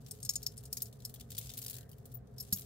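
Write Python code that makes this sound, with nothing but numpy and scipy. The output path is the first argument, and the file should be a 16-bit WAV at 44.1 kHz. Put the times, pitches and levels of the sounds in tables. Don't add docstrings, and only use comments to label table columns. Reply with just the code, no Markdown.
import sys
import numpy as np
from scipy import signal
from scipy.fft import rfft, irfft
from scipy.io import wavfile

SR = 44100
rng = np.random.default_rng(int(sys.argv[2]) if len(sys.argv) > 2 else 0)


def store_pcm(level_fs):
    pcm = np.round(np.clip(level_fs, -1, 1) * 32767).astype(np.int16)
    wavfile.write(sys.argv[1], SR, np.atleast_2d(pcm).T)


N = 116865

# (relative, per Hz)
HUM_SPECTRUM = [(30, -28.5), (54, -4), (91, -8.5), (124, 4), (161, -10.5), (255, -13.5), (298, -27),
                (360, -28), (420, -13), (490, -24), (516, -19.5), (601, -30), (690, -23), (819, -35),
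                (1800, -42.5), (2400, -57.5)]
# freq_hz, side_over_mid_db
HUM_WIDTH = [(60, -18), (130, -19.5), (250, -4.5), (1400, -1.5)]
# (relative, per Hz)
HISS_SPECTRUM = [(1200, 14), (2000, 6), (7000, -2.5), (16500, -7)]
# time_s, lowest_db
RUSTLE_LOWEST = [(0, -72), (.3, -68), (.8, -71.5), (1.26, -76.5), (1.45, -55), (1.8, -76), (1.87, -81.5),
                 (2.15, -72.5), (2.22, -98.5), (2.37, -74), (2.45, -64.5), (2.65, -64)]
# freq_hz, level_db, t60_s
TABLE_MODES = [(101, 0, 0.095), (188.3, 4, 0.091)]
# start_s, level_db
TINKLES = [(2.1403, -36.5), (2.146, -33), (2.1523, -29.5), (2.1695, -44)]
# freq_hz, level_db, t60_s
LINK_MODES = [(14780, -16, .02), (15350, -24, .015)]
# start_s, level_db (relative), treble_over_middle_db
CLACKS = [(0.0632, -46, -3), (0.084, -46, 1.5), (0.159, -53.5, 2), (0.202, -45.5, 6), (0.419, -48.5, 0),
          (0.569, -41.5, 8.5), (0.586, -51, 5), (0.6368, -42.5, 6), (0.804, -46, -4), (0.868, -42.5, 7),
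          (0.927, -46.5, 0), (1.003, -50.5, -0.5), (1.0217, -51.5, -2), (1.0953, -38.5, 6),
          (1.1406, -34, 9), (1.159, -47.5, -3), (1.198, -41, 2.5), (1.209, -40, -0.5), (1.3046, -35, 5),
          (1.318, -34, 2), (1.3495, -36.5, 3), (1.368, -44, -6.5), (1.3798, -24.5, 6), (1.3843, -22, 18),
          (1.4125, -40, -3), (1.4265, -42.5, 1), (1.47, -40.5, 0), (1.4928, -39.5, -2), (1.501, -40.5, -4),
          (1.5167, -44, 0), (1.5374, -35, 2.5), (1.572, -32, 6), (1.577, -26, 10.5), (1.5892, -29.5, 8.5),
          (1.6173, -31, 7), (1.6262, -34, 4), (1.639, -32, 12), (1.6475, -35, 5), (1.6631, -26.5, 8),
          (1.6814, -30.5, 4), (1.6981, -28, 9.5), (1.7085, -29.5, 8), (1.73, -38, 2), (1.7406, -33, 8),
          (1.752, -37, 2.5), (1.766, -34, 7.5), (1.784, -36, 5.5), (1.8086, -44, 4.5), (1.8295, -50, 4),
          (1.892, -44, 11.5), (1.915, -43, 8.5), (1.9303, -50, 4), (1.9823, -50, 8.5), (2.0553, -39, 10.5),
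          (2.1187, -45.5, 11), (2.272, -63, -3), (2.311, -64, 6), (2.434, -43.5, 5), (2.4758, -57.5, -3.5),
          (2.561, -27, 18), (2.5715, -32, 9), (2.5837, -32.5, 9), (2.594, -31.5, 11), (2.61, -36, 22)]
# low_hz, high_hz
CLACK_BANDS = [(3000, 9640), (10500, 20000)]
# start_s, low_db, middle_db, high_db, ring_over_crack_db (relative)
KNOCKS = [(0.1103, -35, -29.5, -35, -2.5), (0.2291, -38.5, -34, -41, 2), (0.2499, -34, -34, -35.5, 2),
          (0.2621, -36.5, -44, -41, -1), (0.2924, -25, -29, -30.5, 4.5), (0.305, -33.5, -36, -35, -1.5),
          (0.3358, -34.5, -35, -36, -10), (0.3562, -28.5, -31.5, -34, 3), (0.429, -36.5, -39, -37.5, 0),
          (0.4347, -40, -46, -48, -2), (0.4648, -26.5, -36, -32.5, 5), (0.5776, -40, -34, -48, -1.5),
          (0.6542, -41, -38.5, -41, -2.5), (0.728, -27.5, -26.5, -20.5, -10.5),
          (0.7698, -27, -33.5, -27, -5.5), (0.779, -39, -48, -32, -9), (0.82, -30, -28.5, -19, -5),
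          (0.8563, -39, -43, -57, -5.5), (1.0501, -32.5, -29, -28.5, -2.5),
          (2.3821, -41.5, -46.5, -38.5, -1), (2.4005, -39.5, -48, -33, 0.5), (2.407, -38, -47, -32, 1),
          (2.426, -48.5, -44, -46.5, 0), (2.5273, -25.5, -25.5, -17, -6)]
# freq_hz, held_db (relative), base_t60_s, dropped_db (relative)
PENDANT_MODES = [
    [(4250, -14, .04, -14), (4730, -14, .04, -18), (5290, 2, .05, -20), (5490, -10, .04, -18),
     (6735, -4, .055, -13)],
    [(8330, 0, .04, -26), (8640, -6, .04, -22), (10245, -8, .04, -10)],
    [(11555, 0, .045, 0), (11850, -8, .04, -10), (14130, -1, .035, -22), (14500, -13, .035, -16),
     (15600, -10, .03, -17)],
]
# low_hz, high_hz
PENDANT_BANDS = [(4200, 7400), (7400, 10800), (10800, 16500)]
PENDANT_PAN_DB = [3.5, 6, 4]

HUM_RMS_DB, HISS_RMS_DB = -52, -81.5
PAN_DB = 3
LAG_S, ALIKE = 0.000251, 0.21
RING_PHASE_RAD = 1.395
ROLL_HZ, TOP_HZ = 15900, 16990
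RISE_S, KNOCK_T60_S, CLACK_T60_S = 0.0013, 0.0074, 0.0069
TAIL_T60_S, TAIL_DB = 0.14, -16.5
LEAD_IN_MEAN_S, LEAD_IN_DB = 0.004, -23.5
BOUNCE_MEAN_S, BOUNCE_MAX_DB = 0.0054, -4.5
TICKS_PER_S, TICK_MEAN_EXCESS_DB = 260, 2.5
RUB_S, RUB_SIGMA_S, RUB_HZ, RUB_PEAK_RMS_DB = 1.787, 0.065, 1690, -72.5
THUD_S, THUD_DB = 2.526, -34
CLACKS_DB, CLACK_TREBLE_DB, CLACK_TREBLE_PAN_DB = -7.5, 0.5, 2
SNAP_DB = 1.5
CLACK_RING_DB, CLACK_RING_T60_S = -17.5, 0.012
RING_DB, CRACK_DB, MODE_SCATTER_DB = -12, -10, 3.5
CHATTER_GAIN = 0.17741
JINGLE_DB = -25
HELD_T60_RATIO, FREE_T60_RATIO, LINGER_DB = 0.38, 1.43, -19
BODY_DB, BODY_LOW_HZ, THIN_HZ = -25.5, 1670, 3680
DROP_DB, DROP_RATTLE_T60_S = -43.5, 0.028


def undb(db):
    return 10 ** (np.asarray(db, float) / 20)


def pan(db):
    return undb([[db / 2], [-db / 2]])


def strikes(times_s, db):
    x = np.zeros(N)
    index = (np.asarray(times_s) * SR).astype(int)
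    np.add.at(x, np.clip(index, 0, N - 1), undb(db))
    return x


def cluster(times_s, db, chance):
    lead_in = strikes(times_s - LEAD_IN_MEAN_S * (.5 + chance[:, 0]), db + LEAD_IN_DB)
    blow = strikes(times_s, db)
    rebound = strikes(times_s + BOUNCE_MEAN_S * (.5 + chance[:, 1]), db + BOUNCE_MAX_DB - 5 * chance[:, 2])
    return lead_in + blow + rebound


def fade(x, t60_s):
    return signal.lfilter([1], [1, -np.exp(-np.log(1000) / (t60_s * SR))], x)


def burst(x, t60_s, tail_db=TAIL_DB):
    power_in = x ** 2
    swell = fade(fade(power_in, t60_s / 2), t60_s / 2) * 37.6 / (t60_s * SR)
    tail = undb(2 * tail_db) * fade(power_in, TAIL_T60_S / 2)
    k = np.exp(-1 / (RISE_S * SR))
    smooth = signal.lfilter([1 - k], [1, -k], swell + tail)
    return np.sqrt(np.maximum(smooth, 0))


def band(x, low_hz, high_hz, order=3):
    return signal.sosfilt(signal.butter(order, [low_hz, high_hz], "band", fs=SR, output="sos"), x)


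def pair(low_hz, high_hz, order=3):
    left, other = rng.standard_normal((2, N))
    right = ALIKE * np.roll(left, int(LAG_S * SR)) + np.sqrt(1 - ALIKE ** 2) * other
    x = band(np.array([left, right]), low_hz, high_hz, order)
    return x / x.std()


def ring(x, hz, db, t60_s):
    pole = np.exp((2j * np.pi * hz - np.log(1000) / t60_s) / SR)
    z = signal.lfilter([1], [1, -pole], x)
    return undb(db) * np.array([z.imag, (z * np.exp(-1j * RING_PHASE_RAD)).imag])


def coloured(spectrum):
    freq = np.maximum(np.fft.rfftfreq(N, 1 / SR), 1)
    hz, db = np.array(spectrum).T
    shape_db = np.interp(np.log(freq), np.log(hz), db, left=-90, right=-90)
    return irfft(rfft(rng.standard_normal(N)) * undb(shape_db), N)


def room():
    mid = coloured(HUM_SPECTRUM)
    hz, db = np.array(HUM_SPECTRUM).T
    width_hz, width_db = np.array(HUM_WIDTH).T
    side_db = db + np.interp(np.log(hz), np.log(width_hz), width_db)
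    side = coloured(np.c_[hz, side_db])
    hum = undb(HUM_RMS_DB) / mid.std() * np.array([mid + side, mid - side])
    hiss = np.array([coloured(HISS_SPECTRUM), coloured(HISS_SPECTRUM)])
    return hum + undb(HISS_RMS_DB) * hiss / hiss.std()


def rub():
    x = band(rng.standard_normal(N), .9 * RUB_HZ, 1.13 * RUB_HZ, order=2)
    swell = np.exp(-.5 * ((np.arange(N) / SR - RUB_S) / RUB_SIGMA_S) ** 2)
    return undb(RUB_PEAK_RMS_DB) * swell * x / x.std()


def rustle():
    chance = rng.random((1500, 2))
    t = np.cumsum(-np.log(1 - chance[:, 0])) / TICKS_PER_S
    lowest_db = np.interp(t, *np.array(RUSTLE_LOWEST).T)
    db = lowest_db - TICK_MEAN_EXCESS_DB * np.log(1 - chance[:, 1])
    inside = t < N / SR
    return burst(strikes(t[inside], db[inside]), 0.017) * pair(3200, ROLL_HZ, order=2)


def thud():
    push = band(strikes([THUD_S], [THUD_DB]), 48, 226, order=1)
    return sum(ring(push, *mode)[0] for mode in TABLE_MODES)


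def link():
    start_s, db = np.array(TINKLES).T
    hits = strikes(start_s, db)
    scratch = 0.33 * burst(hits, 0.0078, tail_db=-34) * band(rng.standard_normal(N), 6400, ROLL_HZ)
    return sum(ring(hits + scratch, *mode) for mode in LINK_MODES) * pan(12)


def clacks():
    start_s, db, bright_db = np.array(CLACKS).T
    chance, out = rng.random((len(start_s), 4)), 0
    middle_db, treble_db = db - bright_db, db + CLACK_TREBLE_DB
    for level_db, edges, lean_db in zip((middle_db, treble_db), CLACK_BANDS, (0, CLACK_TREBLE_PAN_DB)):
        hits = cluster(start_s, level_db, chance)
        snap = undb(SNAP_DB) * fade(hits, 0.0013)
        clack = burst(hits, CLACK_T60_S)
        out = out + (clack + snap) * pair(*edges, order=2) * pan(lean_db)
    low_hz, high_hz = CLACK_BANDS[0]
    noise = rng.standard_normal(N)
    for s, level_db, pick in zip(start_s, middle_db, chance[:, 3]):
        push = burst(strikes([s], [level_db]), CLACK_T60_S) * noise
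        pitch_hz = low_hz * (high_hz / low_hz) ** pick
        out = out + ring(push, pitch_hz, CLACK_RING_DB, CLACK_RING_T60_S)
    return undb(CLACKS_DB) * out


def drop():
    hit = strikes([THUD_S - .0015], [DROP_DB])
    rattle = burst(hit, DROP_RATTLE_T60_S, tail_db=-60) * rng.standard_normal(N)
    push = 4 * hit + rattle
    return sum(ring(push, hz, dropped_db, t60_s * FREE_T60_RATIO)
               for modes in PENDANT_MODES for hz, _, t60_s, dropped_db in modes)


def pendant():
    start_s, low_db, middle_db, high_db, ring_over_crack_db = np.array(KNOCKS).T
    chance, out = rng.random((len(start_s), 3)), 0
    groups = zip(PENDANT_MODES, PENDANT_BANDS, PENDANT_PAN_DB, (low_db, middle_db, high_db))
    for modes, edges, pan_db, level_db in groups:
        hits = cluster(start_s, level_db, chance)
        part = undb(CRACK_DB) * burst(hits, KNOCK_T60_S) * pair(*edges)
        for hz, held_db, t60_s, _ in modes:
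            uneven_db = MODE_SCATTER_DB * rng.standard_normal(len(start_s))
            push = cluster(start_s, level_db + ring_over_crack_db + uneven_db, chance)
            shape = burst(push, KNOCK_T60_S, tail_db=JINGLE_DB)
            push = push + CHATTER_GAIN * shape * rng.standard_normal(N)
            held = ring(push, hz, held_db + RING_DB, HELD_T60_RATIO * t60_s)
            linger = ring(push, hz, held_db + RING_DB + LINGER_DB, FREE_T60_RATIO * t60_s)
            part = part + held + linger
        out = out + part * pan(pan_db)
    thinned = signal.sosfilt(signal.butter(3, THIN_HZ, "high", fs=SR, output="sos"), out)
    body_shape = burst(cluster(start_s, low_db, chance), KNOCK_T60_S)
    body = undb(BODY_DB) * body_shape * pair(BODY_LOW_HZ, PENDANT_BANDS[0][0], order=2)
    return thinned + body


def scene():
    handling = (rustle() + link() + clacks()) * pan(PAN_DB)
    return room() + rub() + thud() + handling + drop() + pendant()


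def record(dry):
    soft = signal.sosfilt(signal.cheby2(12, 32, ROLL_HZ + 150, fs=SR, output="sos"), dry)
    return signal.sosfilt(signal.ellip(8, .2, 60, TOP_HZ, fs=SR, output="sos"), soft)


dry = scene()
out = record(dry)
store_pcm(out)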